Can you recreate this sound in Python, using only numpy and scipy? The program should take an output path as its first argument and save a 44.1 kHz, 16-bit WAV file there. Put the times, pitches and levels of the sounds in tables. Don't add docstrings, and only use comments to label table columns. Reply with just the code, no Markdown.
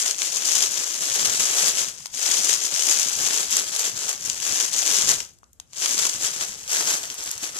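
import sys
import numpy as np
from scipy import signal
from scipy.fft import rfft, irfft, next_fast_len
from scipy.io import wavfile
from scipy.ndimage import uniform_filter1d

SR = 44100
rng = np.random.default_rng(int(sys.argv[2]) if len(sys.argv) > 2 else 0)


def amp(db):
    return 10 ** (np.asarray(db, float) / 20)


def write(x):
    x = np.atleast_2d(x).T
    wavfile.write(sys.argv[1], SR, np.round(np.clip(x, -1, 1) * 32767).astype(np.int16))


N = 334743
BODY_HZ = 1500

# t/s, left over right level/dB
PLACE_ROWS = [(0, 8), (.7, 8), (1.3, 5.5), (1.9, 7.5), (2.5, 9), (3.0, 8), (3.6, 6), (4.1, 6), (4.7, 8),
              (5.15, 7), (5.8, 7), (6.4, 6), (6.9, 3.5), (7.59, 4)]
# f/Hz, likeness/1
FOLD_LIKENESS = [(300, 1), (2000, 0.55), (6000, 0.5), (12000, 0.05)]


def sheet():
    pan_db = played(PLACE_ROWS)[0]
    bright_db = 7 - 0.42 * pan_db
    body_db = 1.76 - 0.78 * pan_db
    folds = crackle(per_s=1500, spread_db=2.0, clump_db=1.73, body_db=body_db) + snaps()
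    near = pair(*folds, FOLD_LIKENESS, [(20, 0.023), (200, 0.0022)])
    sheen = signal.sosfilt(signal.butter(3, 9500, "high", fs=SR, output="sos"), near)
    near = (near + (amp(bright_db) - 1) * sheen) * amp([0 * pan_db, -pan_db])
    lag_samples = 9.5 + 0.533 * pan_db
    n = np.arange(N)
    return np.array([near[0], np.interp(n - lag_samples, n, near[1])])


# f/Hz, level/dB
CREASE_COLOUR = [(60, -17.5), (200, -8.5), (400, -5), (850, -5.5), (1100, -5.5), (1600, 0.5), (2000, 3),
                 (3200, 11), (3800, 8.5), (5000, 10), (10000, 1.5), (14500, -19)]


def crackle(per_s, spread_db, clump_db, body_db):
    size = amp(spread_db * np.minimum(rng.exponential(1, N), 2.2))
    size *= rng.random(N) < per_s / SR
    size *= amp(clump_db * wander(51))
    which = rng.integers(0, 5, N)
    out = amp(-0.3) * coloured(rng.standard_normal((2, N)), lambda hz: read(CREASE_COLOUR, hz))
    for k, centre_hz in enumerate(np.geomspace(900, 9000, 5)):
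        t60_s = 0.0037 * (centre_hz / 4000) ** -0.4
        folds = evened(flutter(size * (which == k), 0.0003, t60_s))

        def fold_db(hz):
            return read(CREASE_COLOUR, hz) - 5.3 * np.log2((hz + 600) / centre_hz) ** 2 / 2

        out = out + coloured(folds, fold_db)
    body, treble = split(out * amp(1.01 * wander(25)))
    return amp(-7.0) * effort() * (evened(treble) + amp(body_db) * evened(body))


def flutter(size, rise_s, t60_s):
    t = np.arange(800) / SR
    power_shape = (amp(-60 * t / t60_s) * (1 - np.exp(-t / rise_s))) ** 2
    power = signal.oaconvolve(size ** 2, power_shape / power_shape.max())[:N]
    return rng.standard_normal((2, N)) * np.sqrt(abs(power))


# start t/s, length/s, effort level on letting go/dB
SQUEEZE_ROWS = [(0.0, 0.0043, -21.5), (0.061, 0.037, -24), (0.206, 0.07, -25), (0.33, 0.13, -24.5),
                (0.472, 0.13, -22.5), (0.575, 0.079, -22.5), (0.72, 0.12, -25.5), (0.858, 0.097, -29),
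                (1.025, 0.33, -22.5), (1.395, 0.29, -19.5), (1.773, 0.036, -22), (1.88, 0.0099, -30.5),
                (1.955, 0.099, -42), (2.16, 0.062, -28.5), (2.243, 0.16, -20.5), (2.457, 0.084, -19.5),
                (2.644, 0.01, -21), (2.723, 0.11, -24.5), (2.875, 0.071, -19.5), (3.01, 0.0077, -17.5),
                (3.071, 0.16, -23.5), (3.204, 0.22, -22.5), (3.531, 0.059, -21), (3.665, 0.024, -28),
                (3.744, 0.13, -25), (3.981, 0.065, -27.5), (4.096, 0.0062, -24.5), (4.193, 0.036, -36),
                (4.256, 0.088, -30.5), (4.376, 0.041, -35), (4.447, 0.2, -22), (4.745, 0.089, -23),
                (4.871, 0.15, -20), (5.091, 0.018, -17.5), (5.195, 0.0039, -34), (5.728, .03, -52),
                (5.794, 0.016, -29.5), (5.83, 0.23, -23), (6.106, 0.12, -30), (6.239, 0.021, -22),
                (6.344, 0.018, -29.5), (6.419, 0.018, -25), (6.516, 0.016, -37), (6.58, .07, -41),
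                (6.684, 0.018, -34.5), (6.732, 0.21, -22.5), (7.043, .01, -31.5), (7.12, .015, -35),
                (7.197, 0.0079, -33), (7.267, 0.082, -32.5), (7.438, 0.014, -27), (7.561, 0.032, -32.5)]


def effort():
    grasp_db_per_s, build_db_per_s, let_go_db_per_s = 206, 9.5, 203.5
    onset_db_per_s2 = 2992
    rest_db = -73.5
    t = np.arange(0, N, 64) / SR
    start, length, top_db = np.transpose(SQUEEZE_ROWS)[..., None]
    end = start + length
    early = np.maximum(start - t, 0)
    db = top_db - build_db_per_s * np.clip(end - t, 0, length)
    db = db - grasp_db_per_s * early - onset_db_per_s2 * early ** 2
    db = db - let_go_db_per_s * np.maximum(t - end, 0)
    gain = np.sqrt((amp(db) ** 2).sum(0) + amp(rest_db) ** 2)
    return np.interp(np.arange(N) / SR, t, gain)


# t/s, level/dB before trims, knock over that level/dB before trim, crack tilt/(dB/octave)
SNAP_ROWS = [(0.062, -11, -36, -5), (0.11, -5, -48, -3.5), (0.2185, -3.5, -42, -9), (0.5535, -5, -26, 2),
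             (1.1445, -10, -39, 7.5), (1.943, -37, -35, 0), (2.0048, -33, -8, -5),
             (2.0581, -12.5, -18, -2.5), (2.067, -22, -21, 0), (2.1318, -34, -30, 0),
             (2.1407, -24, -28, -1), (2.1475, -20, -31, 0), (2.445, -14, -25, 0), (2.7618, -7, -26, -4),
             (2.7696, -17, -30, -4), (2.794, -7, -27, -5), (2.822, -5, -25, -6), (2.835, -9, -27, -2),
             (2.919, -15, -40, 0), (2.997, -5, -35, -1), (3.028, -11, -26, 8), (3.2846, -15, -12, -4),
             (3.508, -10, -35, 4), (3.5678, 1, -28, 0), (3.7625, -6, -23, 1.5), (3.794, -7, -16, 3.5),
             (4.0914, -7, -22, 1.5), (4.2986, -5, -44, -5), (4.401, -12.5, -35, -3), (4.6024, -12, -22, -3),
             (4.7378, -8, -20, 1.5), (4.7873, -14, -25, -1), (4.862, -3, -28, 0.5), (5.0911, -1, -20, -2),
             (5.2033, -8.5, -28, -6), (5.335, -45, -30, 4), (5.3862, -44, -19, 2), (5.432, -52.5, 14.5, 0),
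             (5.441, -40, -34, -6), (5.531, -43, -33, 10), (5.5994, -19.5, -18, -1.5),
             (5.7322, -23.5, -18, -5), (5.773, -22, -15, 0), (5.859, -3, -26, -6), (6.069, -9, -13, 0),
             (6.2323, -13, -35, -4), (6.41, -8, -21, -8.5), (7.101, -10.5, -35, -6.5),
             (7.142, -24.5, -10, 11), (7.2384, -19.5, -23, 5), (7.276, -15, -37, -13),
             (7.3132, -12.5, -34, 3.5), (7.3786, -18.5, -22, 2), (7.432, -23, -13, 4)]


def snaps():
    length, lead = 2048, 64
    t = np.arange(length) / SR
    hz = np.fft.rfftfreq(length, 1 / SR)
    out = np.zeros((2, N + length))
    for s, level_db, knock_db, tilt_db in SNAP_ROWS:
        crack = np.sign(rng.standard_normal((2, length)))
        crack *= amp(-60 * t / 0.013) * (1 - np.exp(-t / 0.000073))
        knock_hz = 985 * rng.uniform(0.86, 1.274)
        knock = np.sin(2 * np.pi * knock_hz * t) * np.ones((2, 1))
        knock *= amp(-60 * t / 0.0076) * (1 - np.exp(-t / 0.0002))
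        crack_colour_db = read(CREASE_COLOUR, hz) + tilt_db * np.log2((hz + 300) / 5000)
        crack_colour_db -= 12 * np.maximum(np.log2(BODY_HZ / (hz + 1)), 0)
        at = round(s * SR) - lead
        parts = ((crack, crack_colour_db, level_db - 8.5), (knock, 0, level_db + knock_db + 0.5))
        for part, colour_db, peak_db in parts:
            part = irfft(rfft(np.roll(part, lead, 1)) * amp(colour_db))
            out[:, at:at + length] += amp(peak_db) * part / abs(part).max(axis=1, keepdims=True)
    return out[:, :N]


# f/Hz, half-width/Hz, lift level/dB, treble slope level at 12 kHz/dB
PORT_ROWS = [(6510, 1376, 15, 13.5), (7670, 1420, 17, 17)]


def ports(x):
    return np.array([port(side, *row) for side, row in zip(x, PORT_ROWS)])


def port(x, peak_hz, width_hz, lift_db, slope_db):
    return coloured(x, lambda f: lift_db / (1 + ((f - peak_hz) / width_hz) ** 2) + slope_db * (f / 12000) ** 2)


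def room(x):
    which = np.arange(N) // 900 % 4
    return sum(signal.oaconvolve((x * (which == k))[None], tail(), axes=1)[:, :N] for k in range(4))


# f/Hz, t60/s
DECAY = [(200, 0.45), (2000, 0.27), (8000, 0.12), (14000, 0.22)]


def tail():
    taps = np.zeros((2, SR // 2))
    at = np.arange(350, SR // 2 - 20, 20)
    shape = (2, len(at))
    np.put_along_axis(taps, at + rng.integers(0, 20, shape), rng.choice([-1., 1.], shape), 1)
    hz, t, z = signal.stft(taps, SR, nperseg=256)
    z = z * amp(-60 * t / read(DECAY, hz)[:, None])
    out = signal.istft(z, SR, nperseg=256)[1]
    return out / np.linalg.norm(out[0])


# t/s, rumble level/dB before port offsets
GRIP_ROWS = [(0.0, -59), (0.9, -63.5), (1.3, -48.5), (2.0, -64.5), (2.35, -52), (3.9, -57), (4.97, -51.5),
             (5.07, -43.5), (5.54, -87.5), (5.87, -52.5), (7.59, -60)]


def grip():
    lumps = rng.standard_normal((2, N)) * amp(3.5 * wander(17))
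    likeness = [(50, 0.34), (200, 0.79)]
    colour = [(35, -8.5), (62, -7.5), (140, -2.5), (260, -10.5), (600, -52.5)]
    port_db = np.array([[1.5], [-2.5]])
    return amp(played(GRIP_ROWS)[0] + port_db) * evened(pair(*lumps, likeness, colour))


# f/Hz, relative level/dB
AIR_COLOUR = [(35, -24), (60, 1), (180, -14.5), (514, -21.5), (4840, -42), (7500, -26), (14000, -43)]
# f/Hz, likeness/1
AIR_LIKENESS = [(60, 0.29), (950, 0.27), (15000, 0.012)]


def air():
    noise = pair(*rng.standard_normal((2, N)), AIR_LIKENESS, AIR_COLOUR)
    return amp([[-61.5], [-63.5]]) * evened(noise)


def evened(x):
    return x / np.sqrt(np.mean(x ** 2) + 1e-20)


def read(points, hz):
    f, value = np.transpose(points)
    return np.interp(np.log(hz + 1), np.log(f + 1), value)


def played(rows):
    s, *columns = np.transpose(rows)
    return [np.interp(np.arange(N) / SR, s, c) for c in columns]


def coloured(x, db_of):
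    log_gain = np.log(amp(db_of(abs(np.fft.fftfreq(4096, 1 / SR)))))
    taps = np.fft.ifft(np.exp(np.conj(signal.hilbert(log_gain)))).real[:2048]
    return signal.oaconvolve(x, taps.reshape((1,) * (x.ndim - 1) + (-1,)), axes=-1)[..., :N]


def split(x):
    return [signal.sosfilt(signal.butter(3, BODY_HZ, kind, fs=SR, output="sos"), x) for kind in ("low", "high")]


def wander(hz):
    a = np.exp(-2 * np.pi * hz / SR)
    return evened(signal.lfilter([1], [1, -2 * a, a * a], rng.standard_normal(N)))


def pair(a, b, same_table, db_table):
    size = next_fast_len(N, True)
    hz = np.fft.rfftfreq(size, 1 / SR)
    a, b = rfft(a, size), rfft(b, size)
    same = np.clip(read(same_table, hz), -1, 1)
    both = np.array([a, same * a + np.sqrt(1 - same ** 2) * b])
    return irfft(both * amp(read(db_table, hz)), size)[:, :N]


def scene():
    direct = sheet()
    wet = direct + amp([[-15], [-16]]) * room(direct[0])
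    return ports(wet) + air() + grip()


def top_cut(x):
    return signal.sosfilt(signal.butter(12, 15840, fs=SR, output="sos"), x)


def record(dry):
    edge_hz = 14550
    hz, _, z = signal.stft(np.tanh(dry), SR, nperseg=2048)
    power = (abs(z) ** 2).mean(0)
    nearby = uniform_filter1d(power, size=4, axis=0)
    under_db = 10 * np.log10(power.sum(0) / (nearby + 1e-20) + 1e-20)
    drop = np.clip((under_db - 39.5 - 0.012 * hz[:, None]) / 4.5, 0, 1)
    z *= amp(-25 * drop - 45 * (hz[:, None] > edge_hz))
    mix = signal.istft(z, SR, nperseg=2048)[1][:, :N]
    return top_cut(mix)


dry = scene()
out = record(dry)
write(out)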